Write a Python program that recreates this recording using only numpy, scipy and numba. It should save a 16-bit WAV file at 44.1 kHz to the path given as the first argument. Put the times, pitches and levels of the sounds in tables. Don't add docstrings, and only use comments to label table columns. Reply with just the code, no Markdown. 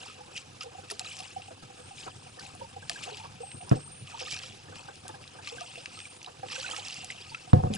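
import sys
import numpy as np
from numba import njit
from scipy import signal
from scipy.fft import rfft, irfft, next_fast_len
from scipy.io import wavfile
from scipy.ndimage import uniform_filter1d

SR = 44100
rng = np.random.default_rng(int(sys.argv[2]) if len(sys.argv) > 2 else 0)


def gain_from_decibels(decibels):
    exponent = np.asarray(decibels, float) / 20
    return 10 ** exponent


def to_wav(sig):
    pcm = np.clip(np.atleast_2d(sig), -1, 1) * 32767
    pcm = np.round(pcm).astype(np.int16)
    wavfile.write(sys.argv[1], SR, pcm.T)


N = 342857
T = np.arange(N) / SR
HZ = np.fft.rfftfreq(2 * next_fast_len(N // 2 + 2048), 1 / SR)
FRAMES = np.arange(0, N / SR + .002, .002)


def evened(x):
    return x / np.sqrt(np.mean(x ** 2) + 1e-20)


def read(points, hz, axis=1):
    table = np.transpose(points)
    return np.interp(np.log(hz + 1), np.log(table[0] + 1), table[axis])


def filtered(x, gain):
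    size = 2 * (len(HZ) - 1)
    return irfft(rfft(x, size) * gain, size)[..., :N]


def add(mix, s, sound, pan_db=0):
    part = mix[:, round(s * SR):][:, :sound.shape[-1]]
    part += sound[..., :part.shape[1]] * gain_from_decibels(np.array([[pan_db / 2], [-pan_db / 2]]))


# pitch_hz, width_hz, level_db
CASE_MODES = [(98.1, 11, 6), (132, 50, 0), (500, 14.6, 7.5), (764, 47, 5), (1270, 120, 1.5), (1643, 270, 3),
              (2550, 780, 1.5), (5010, 490, -5.5)]


def housing():
    modes = (gain_from_decibels(db) / (1 + 1j * (HZ - f * f / (HZ + 1)) / width) for f, width, db in CASE_MODES)
    return 1 + sum(modes)


# freq_hz, density_db
LAKE_COLOUR = [(68, -10), (88, -0.5), (400, -8), (615, -16.5), (1950, -23.5), (3600, -16.5), (10600, -23),
               (11400, -34)]
LAKE_LEVEL_DB = -54
# time_s, level_db
SWELL = [(0, 0), (1.6, -2), (3.2, 3), (4.3, 1.5), (5.2, 0), (6.1, -3.5), (7.0, -0.5)]
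# freq_hz, right_lead_rad, left_minus_right_db, coherence_0_to_1
PORT_PAIR = [(40, -0.67, -0.5, 0.95), (169.5, 0.61, 0.5, 0.99), (560, 1.78, -1.5, 1),
             (880, 1.77, -3.5, 0.6), (2050, 1.44, -3, 0.4), (2730, 0.99, 0.5, 0.24),
             (4630, 0.55, -3.5, 0.16), (10900, 1.08, 0.5, 1)]


def lake():
    frames, hz = N // 128 + 9, np.fft.rfftfreq(512, 1 / SR)
    a, b, c, d, patches = rng.standard_normal((frames, 257, 5)).T
    flicker = evened(uniform_filter1d(rng.standard_normal(frames), 5))
    patches = evened(uniform_filter1d(uniform_filter1d(patches, 5, 0), 12, 1))
    same = np.clip(read(PORT_PAIR, hz, axis=3), 0, 1)[:, None]
    left = a + 1j * b
    right = same * left + np.sqrt(1 - same ** 2) * (c + 1j * d)
    z = np.array([left, right]) * gain_from_decibels(2.0 * patches + 2.3 * flicker)
    z[:, hz < 250] *= gain_from_decibels(np.interp(np.arange(frames) * 128 / SR, *np.transpose(SWELL)))
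    noise = signal.istft(z, nperseg=512, noverlap=384)[1][:, :N]
    return gain_from_decibels(LAKE_LEVEL_DB + 1.0) * evened(filtered(noise, gain_from_decibels(read(LAKE_COLOUR, HZ)) * housing()))


# time_s, left_minus_right_db, spray_over_splash_db
BLADE_SIDE = [(0, -2, -6.5), (1.2, 0, -5), (2.0, 0.5, -5.5), (3.0, 1, -7), (4.3, -3.5, -9), (5.1, 2.5, -6),
              (5.5, 0.5, -8), (6.7, -5, -6.5), (7.5, 0.5, -7.5)]


def blade(axis):
    table = np.transpose(BLADE_SIDE)
    return np.interp(T, table[0], table[axis])


def effort(db, start, length, rise, sag, fall):
    before = np.maximum(start - FRAMES, 0)
    during = np.clip(FRAMES - start, 0, length)
    after = np.maximum(FRAMES - start - length, 0)
    return gain_from_decibels(2 * (db - rise * before - sag * during - fall * after))


@njit(fastmath=True)
def burst(length, at, step, cycles, rise, size, swell):
    out = np.zeros((2, length))
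    for k in range(len(at)):
        for n in range(min(int(2 / step[k]), length - at[k])):
            u = n * step[k]
            envelope = u * u / (u * u + swell * swell) * (1 - u / 2) ** 3
            tone = np.sin(2 * np.pi * cycles[k] * (u + rise[k] * u * u / 2)) * envelope
            out[0, at[k] + n] += tone * size[0, k]
            out[1, at[k] + n] += tone * size[1, k]
    return out


def grains(colour, per_s, cycles, spread_db, hiss, glide):
    clumps = gain_from_decibels(3.6 * evened(uniform_filter1d(rng.standard_normal(N), 700)))
    when, size, lean, kind, ring, bend = rng.random((6, int(per_s * N / SR)))
    at = np.searchsorted(np.cumsum(clumps) / clumps.sum(), when)
    low_hz, high_hz = colour[1][0], colour[-2][0]
    hz = low_hz * (high_hz / low_hz) ** kind
    turns = cycles * (0.38 + 2.27 * ring ** 2)
    sides = np.array([1.31 + 1.44 * lean, 1.4 - 0.44 * lean])
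    size = gain_from_decibels(-spread_db * np.log(size + 0.067)) * hz / np.sqrt(turns) * sides
    bubbles = burst(N, at, hz / turns / SR, turns, glide * (bend - .35), size, 0.18)
    one, two = rng.standard_normal((2, N))
    sheet = np.array([one, 2.1 * one + 0.23 * two]) * np.sqrt(clumps)
    water = evened(bubbles) + hiss * evened(sheet)
    return evened(filtered(water, gain_from_decibels(read(colour, HZ)) * housing()))


# freq_hz, density_db
SPLASH_COLOUR = [(1060, -53), (1800, -11), (2080, -10.5), (2590, -2), (3840, -4.5), (5130, -3), (6500, -10),
                 (8450, -60)]
GURGLE_COLOUR = [(200, -8), (400, -5), (900, 8.5), (1700, -5.5), (2400, -3)]
SPRAY_COLOUR = [(4500, -2.5), (6200, 3.5), (8000, 6), (9600, -7.5), (10900, -2), (11300, -52)]
# start_s, length_s, splash_db, gurgle_db
BLADE_POURS = [(0.0, 0.069, -45.5, -53), (1.067, 0.19, -45.5, -61), (1.984, 0.052, -45, -79),
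               (2.417, 0.035, -47.5, -57.5), (2.914, 0.053, -46, -55.5), (3.016, 0.19, -46, -55),
               (4.092, 0.07, -48, -57), (4.204, 0.27, -41.5, -60), (4.769, 0.022, -47.5, -57.5),
               (5.459, 0.024, -44, -76), (5.572, 0.24, -46.5, -60), (5.934, 0.12, -50.5, -86),
               (6.514, 0.28, -39, -52), (6.856, 0.16, -42.5, -60.5), (7.163, 0.27, -51, -75)]
# start_s, splash_db, gurgle_db
THROWN_GOUTS = [(0.366, -39, -79), (0.62, -45.5, -55), (0.911, -39, -49), (1.01, -48, -54),
                (2.82, -54, -55), (3.04, -38.5, -68), (3.721, -50, -41), (3.76, -48, -66),
                (4.2, -43, -51.5), (4.322, -33.5, -72), (5.49, -44.5, -54), (5.54, -65, -56),
                (6.558, -59, -74), (7.04, -61, -62), (7.11, -40, -71), (7.66, -60, -46),
                (7.747, -36.5, -40.5)]


def strokes():
    trickle_db, burble_db = -58, -63.5
    power = gain_from_decibels(2 * np.array([[trickle_db], [burble_db]])) * np.ones(len(FRAMES))
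    for s, length, *db in BLADE_POURS:
        power = power + effort(np.c_[db], s, length, rise=303, sag=9.5, fall=126)
    for s, *db in THROWN_GOUTS:
        power = power + effort(np.c_[db], s, 0, rise=592, sag=0, fall=332)
    wet, deep = (np.interp(T, FRAMES, np.sqrt(p)) for p in power)
    splash = grains(SPLASH_COLOUR, per_s=1600, cycles=19.0, spread_db=4.7, hiss=.35, glide=.5)
    spray = grains(SPRAY_COLOUR, per_s=1800, cycles=13.6, spread_db=7.4, hiss=.82, glide=.2)
    spray = spray * gain_from_decibels(blade(axis=2))
    gurgle = grains(GURGLE_COLOUR, per_s=250, cycles=9.0, spread_db=2.2, hiss=.7, glide=.4)
    return (splash + spray) * wet * gain_from_decibels(-2.0) + gurgle * deep * gain_from_decibels(0.5)


def bubble(hz, cycles, rise, swell=0.086):
    u = np.arange(int(3 * cycles / hz * SR)) / SR * hz / cycles
    tone = np.sin(2 * np.pi * cycles * (u + rise * u * u / 2))
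    return tone * (1 - np.exp(-(u / swell) ** 2)) * np.exp(-1.2 * u - u * u)


# time_s, peak_db, pitch_hz
LARGEST_BUBBLES = [(0.639, -50, 516), (0.662, -43.5, 477), (0.906, -54, 406), (1.511, -52, 510),
                   (2.618, -41.5, 538), (3.084, -46, 490), (3.117, -44.5, 425), (3.405, -39, 476),
                   (4.214, -40, 503), (4.44, -50, 500), (5.523, -42.5, 474), (5.775, -51, 490),
                   (6.433, -46, 501), (6.58, -42.5, 521)]
LARGE_BUBBLES = [(0.209, -46.5, 817), (0.656, -50.5, 780), (0.751, -46, 740), (0.785, -45.5, 774),
                 (0.914, -49.5, 664), (1.008, -45, 723), (1.2, -45, 740), (1.365, -36, 764),
                 (1.508, -48, 657), (1.701, -51, 780), (1.911, -47, 787), (2.065, -49, 740),
                 (2.765, -42, 773), (2.901, -45, 688), (3.064, -51, 764), (3.076, -45.5, 708),
                 (3.434, -41.5, 764), (3.607, -49, 727), (4.884, -46.5, 787), (5.051, -52, 750),
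                 (5.141, -49.5, 795), (5.518, -50, 794), (5.613, -41, 700), (6.273, -46.5, 760),
                 (6.432, -37.5, 767), (6.684, -50, 783), (6.786, -44, 807), (7.036, -47.5, 747),
                 (7.474, -49.5, 730)]
SMALL_BUBBLES = [(0.611, -45, 1270), (1.053, -49, 1250), (1.6337, -55.5, 1270), (2.391, -48, 1760),
                 (2.4086, -50, 1520), (2.613, -43, 930), (2.644, -48.5, 893), (2.829, -49, 1590),
                 (2.9607, -42, 1610), (3.198, -48.5, 880), (3.237, -49, 913), (3.253, -49, 1116),
                 (4.124, -54, 1240), (4.144, -42.5, 913), (4.273, -44.5, 1220), (4.725, -50, 1510),
                 (4.889, -48, 1530), (5.091, -47, 867), (5.388, -51, 880), (5.3884, -50.5, 1580),
                 (5.4733, -51.5, 1170), (5.584, -43, 1560), (5.6102, -46, 1210), (5.145, -50.5, 1605),
                 (5.07, -53, 1550), (4.685, -54, 1750), (5.9747, -51, 1270), (6.563, -42.5, 1533),
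                 (6.646, -38, 1476), (6.735, -41, 1250), (7.1034, -40.5, 2020), (7.317, -48.5, 897),
                 (7.3474, -43.5, 1320)]
# time_s, peak_db, pitch_hz
SPRAY_BEADS = [(0.357, -39, 2920), (0.376, -35, 5800), (0.607, -31, 5040), (0.91, -37, 4440),
               (0.993, -27, 7360), (1.016, -40, 2610), (1.061, -34.5, 3900), (1.07, -36.5, 2550),
               (1.111, -37, 2960), (1.118, -39, 2390), (2.893, -41, 6860), (3.128, -39, 3910),
               (3.17, -42, 3260), (4.201, -41, 3340), (4.215, -35, 5500), (4.262, -37, 3590),
               (4.311, -38, 3230), (4.323, -38, 5980), (4.323, -36, 3910), (4.323, -35, 4720),
               (4.363, -34, 5730), (5.475, -35.5, 4220), (5.476, -42, 5040), (5.497, -38, 3380),
               (6.053, -39, 2350), (6.261, -37.5, 3860), (6.516, -35, 5130), (6.543, -37, 5610),
               (6.557, -36, 5840), (6.598, -41, 3780), (6.608, -38, 4380), (6.662, -31.5, 2550),
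               (6.68, -35, 2540), (6.681, -36, 3970), (6.709, -40, 5040), (6.709, -37, 4300),
               (6.711, -30.5, 3130), (6.744, -40, 2840), (6.763, -33, 5290), (6.778, -34, 7500),
               (6.848, -36.5, 5360), (6.862, -40, 3280), (6.905, -39, 2700), (6.925, -39, 3050),
               (7.345, -33, 2580)]
# time_s, peak_db, pitch_hz
DROWNED_BUBBLES = [(0.099, -45.5, 1260), (0.794, -49.5, 517), (0.899, -38.5, 1850), (0.911, -42, 1320),
                   (0.924, -42, 406), (1.485, -43.5, 766), (2.077, -42, 1290), (2.08, -42, 980),
                   (2.267, -50, 740), (2.378, -48.5, 500), (2.39, -49, 1200), (2.553, -46.5, 725),
                   (2.767, -48.5, 473), (2.895, -33, 1760), (2.898, -42, 1230), (3.054, -49, 1220),
                   (3.068, -53, 408), (3.077, -45, 760), (3.169, -53, 825), (3.255, -43, 940),
                   (3.626, -41.5, 742), (4.15, -48, 1190), (4.282, -44, 1760), (4.349, -50, 1260),
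                   (4.367, -46, 1610), (4.437, -46, 1330), (5.553, -53, 470), (5.575, -48.5, 720),
                   (5.78, -45, 680), (5.883, -52, 500), (6.274, -47, 990), (6.433, -49, 1600),
                   (6.498, -47, 1800), (6.54, -54, 500), (6.691, -44, 1660), (6.727, -51, 500),
                   (6.734, -48, 910), (6.744, -43, 1750), (6.788, -49, 500), (7.149, -50, 710)]
# time_s, peak_db, pitch_hz, cycles
STRETCHED_BUBBLES = [
    (3.728, -45, 1500, 29.4),
    (3.853, -54, 820, 18),
    (7.205, -45, 4400, 120),
    (7.29, -44, 4200, 89),
    (7.22, -40, 2950, 25),
]
# time_s, peak_db
HULL_SLOPS = [(1.508, -53), (2.065, -41.5), (2.373, -53), (3.06, -47.5), (3.238, -50), (4.214, -44),
              (4.725, -51.5), (4.884, -46.5), (5.05, -51), (5.089, -46), (5.35, -49.5), (5.773, -68),
              (6.278, -47), (6.432, -47), (0.182, -50.5), (0.28, -53), (0.312, -54), (0.72, -52),
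              (0.83, -51.5), (4.68, -54), (4.8, -55), (5.145, -55), (5.21, -54.5), (5.39, -53), (6.69, -47),
              (6.73, -48.5)]
# freq_hz, density_db
SLOP_COLOUR = [(120, -36), (300, 6.5), (700, 2.5), (1500, -6.5), (2500, -21), (6000, -41)]


def plops():
    out, slops, t = np.zeros((2, N)), np.zeros((2, N)), np.arange(2200) / SR
    for s, db, hz in LARGEST_BUBBLES:
        add(out, s - .004, gain_from_decibels(db + 6.0) * bubble(hz, 15.0, 0.0038, swell=0.2))
    for rows, cycles in ((LARGE_BUBBLES, 15.0), (SMALL_BUBBLES, 20.0)):
        for s, db, hz in rows:
            add(out, s - .004, gain_from_decibels(db + 10.5) * bubble(hz, cycles, 0.014, swell=0.31))
    for rows, cycles in ((SPRAY_BEADS, 22.0), (DROWNED_BUBBLES, 13.0)):
        for s, db, hz in rows:
            start = s + .003 - 0.357 * cycles / hz
            tone = gain_from_decibels(db + 4.0) * bubble(hz, cycles, 0.016, swell=0.14)
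            add(out, start, tone, np.interp(s, T, blade(axis=1)))
    for s, db, hz, cycles in STRETCHED_BUBBLES:
        add(out, s, gain_from_decibels(db + 5.5) * bubble(hz, cycles, 0.2, swell=0.32))
    for (s, db), noise in zip(HULL_SLOPS, rng.standard_normal((len(HULL_SLOPS), 2, len(t)))):
        shape = (t / 0.01) * np.exp(1 - t / 0.0096)
        add(slops, s - .003, gain_from_decibels(db) * (noise[0] + .5 * noise) * shape)
    big = LARGE_BUBBLES + LARGEST_BUBBLES + SMALL_BUBBLES
    for (s, db, hz), (late, detune, weak) in zip(big, rng.random((len(big), 3))):
        follower = bubble(hz * (0.898 + 0.248 * detune), 11.7, 0.063, swell=0.29)
        add(out, s + .012 + .02 * late, gain_from_decibels(db + 2.0 - 8.5 * weak) * follower)
    return out + gain_from_decibels(4.0) * filtered(slops, gain_from_decibels(read(SLOP_COLOUR, HZ)) * housing())


# time_s, peak_db, brightest_hz, t60_s
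DECK_DROPS = [(0.376, -37.5, 3040, 0.023), (0.6083, -37.5, 2780, 0.03), (0.6316, -40, 5300, 0.023),
              (0.9002, -36, 3700, 0.022), (0.9108, -33, 4600, 0.012), (0.9946, -24, 3900, 0.0031),
              (1.1877, -37, 4900, 0.033), (2.393, -41, 4900, 0.036), (2.551, -42, 8800, 0.0053),
              (2.563, -49, 9200, 0.006), (2.468, -41, 8360, 0.0073), (2.8963, -25, 4200, 0.0028),
              (3.0222, -35, 3330, 0.083), (3.694, -37, 5400, 0.01), (4.3118, -32, 4500, 0.008),
              (5.0806, -31, 7950, 0.0066), (5.473, -35.5, 2550, 0.019), (5.6082, -39, 5240, 0.014),
              (5.8578, -32, 2600, 0.011), (6.2447, -41, 2990, 0.015), (6.2617, -46, 3860, 0.015),
              (6.551, -33, 2940, 0.05), (6.7613, -35.5, 3120, 0.037), (7.045, -32, 7300, 0.0092),
              (7.1025, -37.5, 2130, 0.024), (7.2933, -44, 4660, 0.084), (7.3454, -37, 2520, 0.029),
              (7.7378, -28.5, 3420, 0.0053)]
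# time_s, peak_db
WATER_DRIPS = [(1.046, -40), (1.419, -45), (2.9146, -39.5), (3.515, -42.5), (3.6115, -47), (4.0704, -51),
               (4.327, -53), (4.365, -40), (5.755, -42.5), (6.484, -42)]
# time_s, peak_db, brightest_hz
DROPLET_TICKS = [(4.4, -44, 1630), (4.757, -42, 3100), (4.956, -45, 4600), (5.091, -48, 3600),
                 (5.24, -47, 2500), (5.277, -43, 3900), (5.99, -38.5, 3300), (6.002, -37, 3130),
                 (6.216, -45.5, 2700), (6.229, -42, 5700), (4.307, -37, 5000), (4.206, -46, 1600),
                 (0.902, -37.5, 9300), (0.915, -32, 10300), (2.8965, -30.5, 7900), (4.0728, -44, 3000),
                 (7.75, -33, 11400), (6.7, -39, 8200), (7.532, -38.5, 4000), (3.714, -38.5, 2200)]
# time_s, peak_db
WATER_FLECKS = [(1.1674, -32.5), (1.2044, -33), (2.9314, -38), (3.1704, -36), (4.344, -29), (4.3894, -34),
                (6.884, -30), (6.9421, -30)]


def drops():
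    out, t = np.zeros((2, N)), np.arange(2600) / SR
    hz = np.fft.rfftfreq(len(t), 1 / SR)
    rows = DECK_DROPS + [(s, db, 2730, .022) for s, db in WATER_DRIPS]
    rows += [(*row, .012) for row in DROPLET_TICKS]
    rows += [(s, db - 5, 5000, .008) for s, db in WATER_FLECKS]
    for (s, db, top_hz, t60), noise in zip(rows, rng.standard_normal((len(rows), 2, len(t)))):
        broad = .45 / (1 + (hz / (2.3 * top_hz)) ** 4) / (1 + (top_hz / (2 * hz + 1)) ** 2)
        peak = .8 / (1 + ((hz - top_hz) / (.12 * top_hz)) ** 2)
        spectrum = rfft(noise[0] + .5 * noise) * (broad + peak) * (hz < 11500)
        crack = evened(irfft(spectrum, len(t)))
        shape = gain_from_decibels(-60 * t / max(t60, .004)) + gain_from_decibels(-18.5 - 60 * t / 0.074)
        snap = np.minimum(t / (2.5 * t60 ** 2), 1)
        add(out, s, gain_from_decibels(db) * crack * shape * snap)
    return filtered(out, housing() / (1 + (1600 / (HZ + 1)) ** 4) * gain_from_decibels(1.0))


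# start_s, length_s, lowest_hz, last_hz, level_db
RISING_WHISTLES = [(1.17, .23, 8620, 9000, -69), (1.75, .32, 8400, 8960, -63), (2.1, .3, 8380, 9350, -66),
                   (2.55, .23, 8920, 9130, -72), (3.4, .31, 8330, 8950, -54), (3.75, .3, 8370, 9470, -55),
                   (4.92, .25, 8880, 9080, -70), (5.3, .17, 8620, 8950, -71), (5.6, .34, 8420, 8920, -65),
                   (5.92, .28, 8340, 9350, -58), (7.26, .16, 8580, 8760, -68),
                   (7.47, .055, 8420, 8420, -61)]
# start_s, length_s, pitch_hz, level_db
LEVEL_NOTES = [
    (1.42, .1, 8620, -68),
    (2.82, .1, 8620, -68),
    (4.06, .08, 8620, -70),
    (5.19, .1, 8590, -71),
    (7.05, .1, 8620, -72),
]


def song():
    dip_hz, dip_s, dip_db, fade_db = 214, .04, -3, -10
    even_climb_hz = 700
    for s, length, low_hz, last_hz, db in RISING_WHISTLES:
        t = np.arange(0, length, 1 / SR)
        early = np.maximum(1 - t / dip_s, 0)
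        late = np.maximum(t - dip_s, 0) / (length - dip_s)
        climb = last_hz - low_hz
        if climb > even_climb_hz:
            path = late ** 1.7 + .13 * np.sin(np.pi * np.minimum(late / .62, 1))
        else:
            path = late ** (climb / even_climb_hz)
        hz = low_hz + dip_hz * early ** 2 + climb * path
        yield s, hz, db + dip_db * early + fade_db * late ** 2
    for s, length, hz, db in LEVEL_NOTES:
        yield s, np.full(int(length * SR), hz), db


def bird():
    out = np.zeros((2, N))
    for s, hz, db in song():
        waver = evened(uniform_filter1d(rng.standard_normal((2, len(hz))), 300))
        turns = np.cumsum(hz + 18 * waver[0]) / SR
        tone = np.sqrt(2) * np.sin(2 * np.pi * turns) * gain_from_decibels(db + 3.0 + 2.0 * waver[1])
        add(out, s, tone * signal.windows.tukey(len(hz), .1), 2.5)
    t = np.arange(5000) / SR
    trees = rng.standard_normal((2, len(t))) * gain_from_decibels(-60 * t / 0.24)
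    echo = signal.oaconvolve(out, trees / np.linalg.norm(trees[0]), axes=1)[:, :N]
    return out + gain_from_decibels(-3.0) * echo


PORT_LAG = 25


def lagged(noise, loose):
    return np.array([np.roll(noise[0], PORT_LAG) + loose * noise[1], noise[0]])


# time_s, strength_db, spot_index, rattle_db, rise_s
HULL_BLOWS = [
    (3.542, -38.5, 1, -6.5, 0.0032),
    (3.7135, -6, 0, -15, 0.0014),
    (7.5317, -6, 1, -15, 0.0024),
    (7.6369, -16, 1, -16, 0.005),
    (7.701, -23, 2, -9, 0.003),
    (7.745, -30.5, 2, -14.5, 0.008),
]
# pitch_hz, level_db, t60_s
HULL_MODES = [
    [(95.8, -20, 0.34), (126, 2, 0.095), (190, -9, 0.04), (318, -16, 0.15), (690, -15.5, 0.08),
     (980, -9, 0.012), (1700, -26.5, 0.017), (145, -25, 0.44)],
    [(99, 2, 0.23), (122, 6.5, 0.12), (151, -5, 0.16), (204, -9, 0.15), (345, -14, 0.093),
     (490, -15.5, 0.2), (727, -13, 0.21), (910, -1.5, 0.017)],
    [(105, -3, 0.15), (150, 3, 0.13), (210, 4.5, 0.12), (535, -10, 0.076), (1050, -22, 0.025)],
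]
# freq_hz, density_db
RATTLE_COLOUR = [(70, -16), (150, -1.5), (300, -4), (850, -15), (1150, -31), (2000, -37), (9000, -60)]
# time_s, level_db, direction_sign, length_s
OPPOSED_PULSES = [
    (3.7152, -14, 1, .002),
    (3.7224, -4.5, 1, .0018),
    (7.5363, -3, -1, .003),
]


def knocks():
    out, t = np.zeros((2, N)), np.arange(SR // 2) / SR
    lag = np.maximum(t - np.array([[PORT_LAG / SR], [0]]), 0)
    gear = gain_from_decibels(read(RATTLE_COLOUR, np.fft.rfftfreq(len(t), 1 / SR)))
    noises = rng.standard_normal((len(HULL_BLOWS), 2, len(t)))
    for (s, db, spot, rattle_db, rise), noise in zip(HULL_BLOWS, noises):
        swell = np.exp(-lag / max(rise, .0005))
        ring = 0
        for f, mode_db, t60 in HULL_MODES[round(spot)]:
            mode = gain_from_decibels(mode_db - 60 * lag / t60) * np.sin(2 * np.pi * f * lag)
            ring = ring + mode * (1 - swell ** (f / 130))
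        rattle = evened(irfft(rfft(lagged(noise, 0.33)) * gear))
        rattle = rattle * gain_from_decibels(rattle_db - 60 * t / 0.18) * (1 - swell ** 3)
        add(out, s, gain_from_decibels(db) * (ring + rattle))
    low = 66 / (1j * (HZ + 1))
    out = filtered(out, 1 / (1 + 2.07 * low + low ** 2) ** 2)
    for s, db, direction, length in OPPOSED_PULSES:
        push = np.sign(direction) * np.hanning(int(length * SR))
        add(out, s, gain_from_decibels(db) * push * np.array([[1], [-1]]))
    return out


# start_s, length_s, level_db
RIM_SCRAPES = [
    (3.721, 0.05, -42),
    (7.539, 0.067, -30.5),
    (7.629, 0.046, -32.5),
    (7.703, 0.028, -42),
    (7.742, .03, -49),
]
# freq_hz, density_db
SCRAPE_COLOUR = [(150, 4), (330, -6), (500, 1), (620, -7), (780, 1), (1000, -9), (1400, -32), (3000, -47)]


def scrapes():
    out = np.zeros((2, N))
    for (s, length, db), noise in zip(RIM_SCRAPES, rng.standard_normal((len(RIM_SCRAPES), 2, SR // 8))):
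        t = np.arange(noise.shape[1]) / SR
        shape = np.minimum(t / 0.0036, 1) * gain_from_decibels(-1500 * np.maximum(t - length, 0))
        add(out, s, gain_from_decibels(db) * shape * lagged(noise, 0.34))
    return gain_from_decibels(12.0) * filtered(out, gain_from_decibels(read(SCRAPE_COLOUR, HZ)) * housing())


def scene():
    pan_db = blade(axis=1) / 2
    water = (strokes() + drops()) * gain_from_decibels(np.array([pan_db, -pan_db]))
    air = lake() + water + plops() + bird()
    half, tilt_db = read(PORT_PAIR, HZ) / 2, read(PORT_PAIR, HZ, axis=2) / 2
    ports = np.array([gain_from_decibels(tilt_db) * np.exp(-1j * half), gain_from_decibels(-tilt_db) * np.exp(1j * half)])
    ports = ports / np.maximum(np.cos(half), .3)
    return filtered(air, ports) + knocks() + scrapes()


def top_cut(x):
    return signal.sosfilt(signal.butter(12, 12230, fs=SR, output="sos"), x)


def record(dry):
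    held = np.clip(dry, -.94, .94)
    held = filtered(held, 1 / (1 + (HZ / 11200) ** 140))
    return top_cut(held)


dry = scene()
out = record(dry)
to_wav(out)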